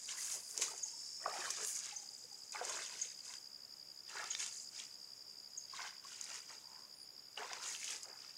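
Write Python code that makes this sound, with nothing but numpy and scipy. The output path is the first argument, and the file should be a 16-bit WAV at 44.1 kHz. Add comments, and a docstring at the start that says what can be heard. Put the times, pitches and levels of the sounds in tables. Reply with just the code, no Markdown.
"""At the marshy edge of a lake, a fisherman carrying a cast net wades away from the microphone.
Each step sloshes and gulps as bubbles ring in the shallow water; then his legs and the net drag
through the grass, hissing and snapping stalks. Close by, a cricket scrapes its wings in chirps and
a second trills briefly. A small bird whistles sharp chips; far off, a waterbird hoots and an insect
chorus swells and ebbs in the open air."""
import sys
import numpy as np
from scipy import signal
from scipy.fft import rfft, irfft, next_fast_len
from scipy.io import wavfile
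from scipy.ndimage import map_coordinates

SR = 44100
rng = np.random.default_rng(int(sys.argv[2]) if len(sys.argv) > 2 else 0)


def store_pcm(level_fs):
    """Save levels as 16-bit WAV."""
    pcm = np.round(np.clip(level_fs, -1, 1) * 32767).astype(np.int16)
    wavfile.write(sys.argv[1], SR, np.atleast_2d(pcm).T)


N = 369116
TIME = np.arange(N) / SR

# Small and large bubbles in the shallows. Each row: frequency in Hz, relative level in dB.
SMALL_BUBBLE_SPECTRUM = [(480, -39), (680, -4.5), (1100, 0), (1600, 0), (2300, -5), (3500, -15)]
LARGE_BUBBLE_SPECTRUM = [(110, -19), (250, -19), (380, 2.5), (500, -2.5), (720, -3), (950, -5), (1400, -47)]
# A foot plunges in or pulls out. Each row: start, rise and hold in seconds, levels of the small
# and the large bubbles in dB.
FOOT_SLOSHES = [(.09, 0.028, .2, -59.5, -85), (.275, 0.079, .015, -68, -60.5),
                (.49, 0.082, 0.15, -58.5, -58.5), (1.177, 0.076, .216, -49, -53),
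                (1.52, 0.085, .015, -51, -57.5), (1.73, .04, 0.16, -63.5, -81),
                (2.52, 0.032, 0.24, -49.5, -55.5), (2.86, 0.035, 0.061, -60.5, -66),
                (3.217, 0.08, .01, -60, -70.5), (4.047, 0.13, 0.065, -48.5, -59),
                (4.313, .06, .097, -63.5, -74.5), (4.716, 0.072, .01, -66, -77),
                (5.69, 0.12, 0.047, -48, -70), (6.01, 0.031, 0.21, -64.5, -87),
                (6.268, 0.029, 0.013, -52.5, -65), (6.477, 0.017, 0.015, -59, -63),
                (6.66, .08, .04, -67, -77), (7.355, 0.023, 0.084, -50, -56),
                (7.481, 0.015, 0.22, -54.5, -65.5), (7.846, 0.049, .065, -58.5, -68),
                (8.027, 0.026, 0.1, -62, -68.5), (8.19, .04, 0.039, -66.5, -85.5)]


def wading(small_db=-1.5):
    """Each step churns up clouds of bubbles; the deeper the foot sinks, the more large ones."""
    # The water calms slowly while the foot moves, quickly once it stops.
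    small, large = movement_gains(FOOT_SLOSHES, sag_db_per_s=7.5, t60=.36)
    small *= grains(SMALL_BUBBLE_SPECTRUM, per_s=900, cycles=30, spread_db=3, clump_db=6,
                    glide=.14, wash=.15)
    large *= grains(LARGE_BUBBLE_SPECTRUM, per_s=520, cycles=24, spread_db=2.4, clump_db=4,
                    glide=.14, wash=.2)
    return amp(small_db) * small + large


# Air pockets close under the boots. Each row: start in seconds, level in dB, starting pitch in Hz,
# seconds to fade by 60 dB.
AIR_POCKETS = [(0.09, -36.5, 2940, 0.023), (0.186, -44, 1950, 0.046), (0.595, -38, 460, 0.02),
               (0.681, -47, 1210, 0.085), (1.2594, -24.5, 1100, 0.018), (1.262, -29.5, 756, 0.025),
               (1.278, -30.5, 645, 0.024), (1.389, -42, 353, 0.082), (1.478, -39, 1042, 0.033),
               (1.625, -42, 417, 0.074), (2.245, -53.5, 476, 0.047), (2.549, -39, 820, 0.065),
               (2.556, -39, 1180, 0.045), (2.559, -36.5, 2200, 0.021), (2.612, -41, 481, 0.11),
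               (2.613, -33, 717, 0.092), (3.055, -52.5, 472, 0.038), (4.2, -43, 673, .05),
               (4.35, -36.5, 3500, .018), (5.735, -44.5, 1064, 0.052), (5.793, -39, 994, 0.026),
               (6.049, -48, 1085, 0.051), (7.376, -33, 2860, 0.018), (7.378, -41.5, 820, .04),
               (7.395, -44.5, 430, 0.092), (7.515, -39, 720, 0.04), (7.83, -40, 2250, 0.026)]


def plops(gain_db=1):
    """Single bubbles ring out, rising in pitch as they near the surface."""
    out = np.zeros(N)
    for start, db, hz, t60 in AIR_POCKETS:
        add(out, start, amp(db + gain_db) * ring(hz, t60, glide=.09))
    return out


# Water rushes into and out of a footprint. Each row: start and length in seconds, level in dB,
# first and last pitch in Hz.
FOOTPRINT_GURGLES = [(1.322, 0.095, -50, 779, 902), (2.618, 0.11, -56.5, 623, 415),
                     (6.618, 0.32, -71.5, 920, 1144), (7.387, 0.085, -52.5, 720, 1150),
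                     (7.89, 0.13, -68, 558, 466), (8.054, 0.075, -63.5, 558, 615)]


def gurgles(gain_db=.5, width_hz=200):
    """The churning water sounds a cavity whose pitch moves as it fills or opens."""
    out = np.zeros(N)
    for start, length, db, first_hz, last_hz in FOOTPRINT_GURGLES:
        progress = np.linspace(0, 1, int(length * SR))
        churn = rng.standard_normal(len(progress)) + 1j * rng.standard_normal(len(progress))
        churn = signal.sosfilt(signal.butter(2, width_hz / 2, fs=SR, output="sos"), churn)
        pitch = first_hz * (last_hz / first_hz) ** progress
        cavity = (churn * np.exp(2j * np.pi * np.cumsum(pitch) / SR)).real
        add(out, start, amp(db) * unit(cavity * np.sqrt(progress) * (1 - progress)))
    return out


# Fine blades and coarse stalks. Each row: frequency in Hz, relative level in dB.
BLADE_SPECTRUM = [(3000, -39), (4400, -11.5), (5600, -5.5), (6600, 3.5), (7600, -1.5), (8600, -8),
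                  (9700, -12), (11000, -21.5), (13000, -30), (16000, -51)]
STALK_SPECTRUM = [(1300, -7.5), (2200, -0.5), (3100, -0.5), (4300, -0.5), (6000, 2.5), (9000, -45)]
# A leg or the net sweeps through the grass. Each row: start, rise and hold in seconds, levels of
# the blades and the stalks in dB.
GRASS_SWEEPS = [(.065, .023, 0.024, -54, -51.5), (.089, 0.12, 0.13, -53, -59.5),
                (.514, 0.1, 0.036, -49, -53.5), (1.25, 0.13, 0.18, -55.5, -53),
                (1.503, .12, 0.14, -50.5, -62), (1.759, 0.056, 0.084, -59, -56.5),
                (2.515, 0.013, 0.036, -62.5, -59), (2.6, 0.047, 0.18, -56.5, -55),
                (2.812, 0.05, 0.2, -60, -59), (3.17, 0.088, 0.066, -59.5, -64.5),
                (4.03, 0.067, 0.24, -62.5, -58), (4.274, 0.14, 0.04, -53, -53.5),
                (4.48, 0.064, 0.076, -57, -77), (4.68, 0.11, 0.01, -58.5, -56),
                (5.65, 0.11, 0.11, -64, -58), (5.987, 0.095, .18, -63, -62.5),
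                (6.249, 0.054, 0.067, -59, -57), (6.464, 0.027, .037, -66.5, -64),
                (7.345, 0.037, 0.22, -64, -59.5), (7.59, 0.052, .114, -55, -54.5),
                (7.76, .06, .1, -56.5, -54.5), (8.16, 0.05, 0.075, -72, -65.5)]
# The hanging net trails behind, fainter with distance. Each row: time in seconds, level in dB.
NET_TRAIL = [(0, -57), (.45, -60), (1, -60.5), (2.2, -65.5), (3.1, -68), (3.7, -75), (4.1, -75.5),
             (4.9, -70), (5.5, -76), (6.6, -72), (7.2, -80.5), (8, -68), (8.37, -76)]


def grass(blades_db=5.5, stalks_db=2, cracks_db=-5, trail_stalks_db=-13, catch_db=1.72):
    """Blades hiss, stalks crackle and the net's mesh fizzes as they catch and slip."""
    # The drag grows as the leg pushes on; then the blades spring back and settle.
    fine, coarse = movement_gains(GRASS_SWEEPS, sag_db_per_s=-1.5, t60=.42)
    trail = amp(level_at(TIME, NET_TRAIL))
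    fine = np.hypot(fine, trail)
    coarse = np.hypot(coarse, amp(trail_stalks_db) * trail)
    hiss = grains(BLADE_SPECTRUM, per_s=3500, cycles=14.4, spread_db=4, clump_db=3.5, wash=.7)
    crackle = grains(STALK_SPECTRUM, per_s=1200, cycles=39, spread_db=3, clump_db=4.5, wash=.62)
    cracks = grains(STALK_SPECTRUM, per_s=45, cycles=13, spread_db=3, clump_db=3, pitches=8)
    blades = fine * amp(blades_db) * hiss
    stalks = coarse * (amp(stalks_db) * crackle + amp(cracks_db) * cracks)
    return (blades + stalks + net_mesh()) * amp(catch_db * drift(70))


# The fizz of the net. Each row: frequency in Hz, relative level in dB.
MESH_SPECTRUM = [(6500, -17.5), (9000, 5), (10700, -1.5), (12500, -7.5), (14000, -21), (16000, -8)]
# The net shifts as he carries it. Each row: start, rise and hold in seconds, level in dB.
MESH_SLIDES = [(.08, .12, .505, -55.5), (1.107, 0.33, .08, -65), (1.6, .07, 0.037, -50.5),
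               (6.277, .048, .046, -71), (7.54, 0.16, .236, -65)]


def net_mesh(gain_db=3):
    """Wet mesh slides over itself with a high fizz."""
    slide = movement_gains(MESH_SLIDES, sag_db_per_s=17, t60=.33)[0]
    return amp(gain_db) * slide * noise(MESH_SPECTRUM)


# Stalks snap and whip against the net. Each row: start in seconds, level in dB, the stem's level
# offset in dB, seconds to fade by 60 dB.
STALK_SNAPS = [(.057, -31, -21, 0.0074), (0.5108, -26, -27, 0.0055), (0.577, -13.5, -27, 0.0066),
               (0.613, -27.5, -10, 0.083), (0.62, -23, -7, 0.06), (1.504, -25, -13, 0.041),
               (1.648, -24.5, -12, 0.016), (1.79, -21, -19, .005), (2.522, -22.5, -25, 0.0049),
               (2.651, -24, -29, 0.014), (2.696, -24.5, -23, 0.01), (3.338, -30.5, -2.5, 0.0076),
               (4.241, -31, -2, 0.011), (4.35, -34, 6.5, 0.012), (4.463, -23, -7, 0.0059),
               (5.819, -41, -3, 0.0083), (6.212, -25, -25, 0.012), (6.241, -31.5, -24, 0.024),
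               (7.532, -33, 1, 0.014), (7.843, -30, -10, 0.033), (7.905, -29, -22, 0.025),
               (8.031, -32.5, -21, 0.032)]
# A slight lift in a snap's high treble. Each row: frequency in Hz, gain in dB.
SNAP_TREBLE = [(9000, -0.5), (12000, 2.5), (16000, 0)]


def snaps(fibres_db=-3, body_db=-4, rise_s=.0002):
    """A breaking stalk gives a short burst, bright from the fibres and duller from the stem."""
    out, t = np.zeros(N), np.arange(6000) / SR
    for start, db, stem_db, t60 in STALK_SNAPS:
        fibres = amp(fibres_db) * np.tanh(noise(BLADE_SPECTRUM, len(t)))
        stem = amp(body_db + stem_db) * noise(STALK_SPECTRUM, len(t))
        envelope = (1 - np.exp(-t / rise_s)) * amp(-60 * t / t60)
        add(out, start, amp(db) * colour((fibres + stem) * envelope, SNAP_TREBLE))
    return out


def water_reflection(x, delay_s, share):
    """Adds a copy off the water, whose extra path to the microphone changes as the wader moves."""
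    lag = delay_s * (1 + .1115 * drift(1.5))
    reflected = map_coordinates(x, [(TIME - lag) * SR], order=3)
    return (x + share * reflected) / np.sqrt(1 + share ** 2)


# The cricket near the microphone. Each row: time in seconds, level in dB.
CRICKET_LEVELS = [(0, -45.5), (1, -47.5), (2.3, -46.5), (3, -44), (4, -45), (5.6, -45.5), (6.6, -46.5),
                  (7.2, -47.5), (7.9, -47.5), (8.37, -44.5)]
# It chirps evenly in runs. Each entry: the time in seconds at which a run's first chirp ends.
CHIRP_RUNS = [-.027, .226, .48, .735, 1.166, 1.418, 1.762, 1.926, 2.001, 2.165, 2.6, 2.852, 4.347, 4.601,
              5.476, 5.729, 6.161, 6.33, 6.583, 7.106, 7.449, 7.791, 8.131, 8.473]


def near_cricket(hz=4880, beat_s=.0148, stroke_s=.0102, jitter_s=.0002, gain_db=.3, fade_db=.5):
    """Each chirp swells over four or five wing strokes, then rests for one beat."""
    out, ends, chirp_s = np.zeros(N), [], 6 * beat_s
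    for first, next_run in zip(CHIRP_RUNS, CHIRP_RUNS[1:]):
        last = next_run - (chirp_s - beat_s)  # the next run opens one stroke short
        ends.extend(np.linspace(first, last, round((last - first) / chirp_s) + 1))
    for end, gap in zip(ends[1:], np.diff(ends)):
        db = gain_db + level_at(end, CRICKET_LEVELS)
        for k in range(round(gap / beat_s) - 1):  # counted back from the last stroke
            stroke = wing_stroke(hz * (1 + .0016 * k), stroke_s, fall=.074)
            start = end - k * beat_s - stroke_s / 2 + jitter_s * rng.standard_normal()
            add(out, start, amp(db - fade_db * k ** 2) * stroke)
    return out


# A second cricket joins in briefly. Each row: time in seconds, level in dB.
TRILL_LEVELS = [(.78, -60), (.94, -46.5), (1.2, -45), (1.4, -47), (1.48, -62)]


def trilling_cricket(hz=5330, beat_s=.0139, stroke_s=.0102, jitter_s=.0005):
    """Wing strokes follow without a rest and make an even trill."""
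    out = np.zeros(N)
    for start in np.arange(TRILL_LEVELS[0][0], TRILL_LEVELS[-1][0], beat_s):
        stroke = amp(level_at(start, TRILL_LEVELS)) * wing_stroke(hz, stroke_s, fall=.048)
        add(out, start + jitter_s * rng.standard_normal(), stroke)
    return out


def wing_stroke(hz, length_s, fall):
    """The scraper runs along the file and slows: a short tone that sags in pitch."""
    position = np.linspace(-1, 1, int(length_s * SR))
    pitch = hz * (1 + .0061 * rng.standard_normal()) * (1 - fall * position)
    force = amp(.7 * rng.standard_normal())
    return force * np.cos(np.pi * position / 2) ** 2 * np.sin(2 * np.pi * np.cumsum(pitch) / SR)


# A small bird calls. Each row: start in seconds, level in dB, lowest pitch in Hz.
BIRD_CHIPS = [(0.827, -32.5, 6370), (1.958, -37.5, 6080), (3.011, -31.5, 6320), (4.301, -33, 6410),
              (5.571, -37.5, 6380)]
# One chip dives and hooks back up. 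Each row: seconds into it, pitch factor, relative level in dB.
CHIP_SHAPE = [(0, 1.36, -26), (.003, 1.15, -9), (.008, 1.02, 0), (.013, 1, -1), (.016, 1.11, -7),
              (.021, 1.07, -24)]


def small_bird(echo_db=-5):
    """Sharp whistled chips echo in the brush."""
    out = np.zeros(N)
    times, factor, shape_db = np.transpose(CHIP_SHAPE)
    t = np.arange(0, times[-1], 1 / SR)
    for start, db, hz in BIRD_CHIPS:
        turns = np.cumsum(hz * np.interp(t, times, factor)) / SR
        add(out, start, amp(db + np.interp(t, times, shape_db)) * np.sin(2 * np.pi * turns))
    return out + amp(echo_db) * scatter(out, t60=.28, delay_s=.005)


# Soft notes far from the microphone. Each row: start in seconds, level in dB, pitch in Hz.
FAR_HOOTS = [(.845, -60, 874), (.925, -62.5, 940), (1.917, -52.5, 827), (2.016, -63.5, 796),
             (2.1, -69, 818), (2.31, -62.5, 812)]


def waterbird(length_s=.031, echo_db=-5):
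    """Short rounded hoots come across the lake with their echo."""
    out, t = np.zeros(N), np.arange(0, length_s, 1 / SR)
    for start, db, hz in FAR_HOOTS:
        add(out, start, amp(db) * np.hanning(len(t)) * np.sin(2 * np.pi * hz * t))
    return out + amp(echo_db) * scatter(out, t60=.6, delay_s=.0184)


# Insects far out in the marsh. Each row: centre and width in Hz, level in dB.
CHORUS_BANDS = [(4880, 510, -63), (5333, 370, -64.5), (6865, 340, -68.5)]
# They swell and ebb together. Each row: time in seconds, gain in dB.
CHORUS_SWELL = [(0, -4), (1.1, 4), (2.2, -2.5), (3.7, -4), (5.3, -2), (7.2, -4.5), (8.37, -2.5)]


def insect_chorus(flutter_db=3):
    """Many distant voices blur into fluttering bands of noise."""
    voices = sum(amp(db + flutter_db * drift(120)) * band(hz, width) for hz, width, db in CHORUS_BANDS)
    return voices * amp(level_at(TIME, CHORUS_SWELL))


# One faint insect. 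Each row: time in seconds, level in dB.
BUZZ_LEVELS = [(6.88, -90), (6.94, -71), (7.03, -66.5), (7.08, -85)]


def insect_buzz(flutter_db=3):
    """A brief, high buzz flickers in two overlapping bands."""
    buzz = unit(band(hz=9200, width_hz=900) + band(hz=9900, width_hz=940))
    return buzz * amp(flutter_db * drift(150) + level_at(TIME, BUZZ_LEVELS, outside_db=-120))


# The air over the marsh. Each row: frequency in Hz, relative level in dB.
AIR_SPECTRUM = [(20, -17), (45, -7.5), (90, 0), (140, 3.5), (300, 2.5), (600, 2), (1200, -0.5),
                (2500, -3.5), (4000, -5), (7500, -11), (10000, -6.5), (13000, -7), (16000, -10.5)]


def open_air(level_db=-68):
    """Still air lays a steady hush under everything."""
    return amp(level_db) * noise(AIR_SPECTRUM)


def movement_gains(rows, sag_db_per_s, t60):
    """One gain curve per level column: each movement builds up, holds while it sags, and dies away."""
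    power, t = np.zeros((len(rows[0]) - 3, N)), np.arange(SR) / SR
    for start, rise, hold, *levels in rows:
        sag_db = sag_db_per_s * np.maximum(t - rise, 0)
        release_db = 60 * np.maximum(t - rise - hold, 0) / t60
        shape = np.minimum(t / rise, 1) ** 2 * amp(-sag_db - release_db)
        for layer, db in zip(power, levels):
            add(layer, start, (amp(db) * shape) ** 2)
    return np.sqrt(power)


def grains(spectrum, per_s, cycles, spread_db, clump_db, glide=0, wash=0, pitches=32):
    """A shower of tiny rings of random size over a wash of those too small to tell apart."""
    out = np.zeros(N)
    for hz in np.geomspace(spectrum[0][0], spectrum[-1][0], pitches):
        gap, size = rng.exponential(1, (3000, 2)).T
        times = np.cumsum(gap) * pitches / per_s
        clump = np.interp(times * 30, np.arange(300), rng.uniform(-1, 1, 300))  # like sizes cluster
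        heights = amp(spread_db * np.minimum(size, 3) + clump_db * clump)
        heights *= rng.choice([-1, 1], len(times))
        at = (times * SR).astype(int)
        clicks = np.bincount(at[at < N], heights[at < N], N)
        out += np.sqrt(hz) * unit(signal.oaconvolve(clicks, ring(hz, cycles / hz, glide))[:N])
    return unit(unit(colour(out, spectrum)) + wash * noise(spectrum))


def ring(hz, t60, glide):
    """A dying tone; a positive glide bends its pitch upward."""
    t = np.arange(int(t60 * SR) + 8) / SR
    onset = 1 - np.exp(-4 * hz * t)
    return onset * amp(-60 * t / t60) * np.sin(2 * np.pi * hz * t * (1 + glide * t / t60))


def scatter(x, t60, delay_s):
    """Reeds, trunks and water throw back a thin diffuse tail."""
    t = np.arange(SR // 2) / SR
    taps = rng.standard_normal(len(t)) * (rng.random(len(t)) < .1)
    taps *= (t > delay_s) * amp(-60 * t / t60)
    return signal.oaconvolve(x, taps / np.linalg.norm(taps))[:N]


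def band(hz, width_hz):
    """Noise of rms 1 around one pitch."""
    size = next_fast_len(N)
    f = np.fft.rfftfreq(size, 1 / SR)
    rolloff = (1 + (2 * (f - hz) / width_hz) ** 4) ** 1.16
    return unit(irfft(rfft(rng.standard_normal(size)) / rolloff, size)[:N])


def noise(spectrum, samples=N):
    """Coloured noise of rms 1."""
    return unit(colour(rng.standard_normal(samples), spectrum))


def colour(x, spectrum):
    """Filters by a (Hz, dB) outline."""
    hz, db = np.transpose(spectrum)
    size = next_fast_len(len(x) + 512)
    f = np.fft.rfftfreq(size, 1 / SR)
    gain = amp(np.interp(np.log(f + 1), np.log(hz), db))
    return irfft(rfft(x, size) * gain, size)[:len(x)]


def drift(per_s):
    """A random wander of rms 1 that turns per_s times a second."""
    knots = rng.standard_normal(4096)
    return unit(np.interp(TIME * per_s, np.arange(len(knots)), knots))


def level_at(t, outline, outside_db=None):
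    """Reads a (seconds, dB) outline at time t."""
    return np.interp(t, *np.transpose(outline), left=outside_db, right=outside_db)


def add(mix, start_s, sound):
    """Mixes a sound in at start_s."""
    start = int(round(start_s * SR))
    part = mix[max(start, 0):][:max(len(sound) + min(start, 0), 0)]
    part += sound[max(-start, 0):][:len(part)]


def amp(db):
    """Decibels to gain."""
    return 10 ** (np.asarray(db) / 20)


def unit(x):
    """Scales to rms 1."""
    return x / np.sqrt(np.mean(x ** 2) + 1e-20)


# The microphone's low cut and the thin bass of small splashes. Each row: frequency in Hz, gain in dB.
WADER_LOW_CUT = [(40, -21), (110, -7.5), (220, -2), (330, -5.5), (1000, 0)]


def scene():
    """One microphone in the open marsh hears the wader among insects and birds."""
    wader = colour(wading() + plops() + gurgles() + grass() + snaps(), WADER_LOW_CUT)
    wader = water_reflection(wader, delay_s=.0019, share=.28)
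    wader += amp(-12) * scatter(wader, t60=.12, delay_s=.0093)
    crickets = near_cricket() + trilling_cricket()
    crickets += amp(-23) * scatter(crickets, t60=.23, delay_s=.0053)
    birds = small_bird() + waterbird()
    background = open_air() + insect_chorus() + insect_buzz()
    return (wader + crickets + birds + background)[None]


def record(dry):
    """The recorder's band limit cuts the highest treble."""
    lowpass = signal.firwin(511, cutoff=15800, window=("kaiser", 9), fs=SR)
    return signal.oaconvolve(dry, lowpass[None], "same")


dry = scene()
out = record(dry)
store_pcm(out)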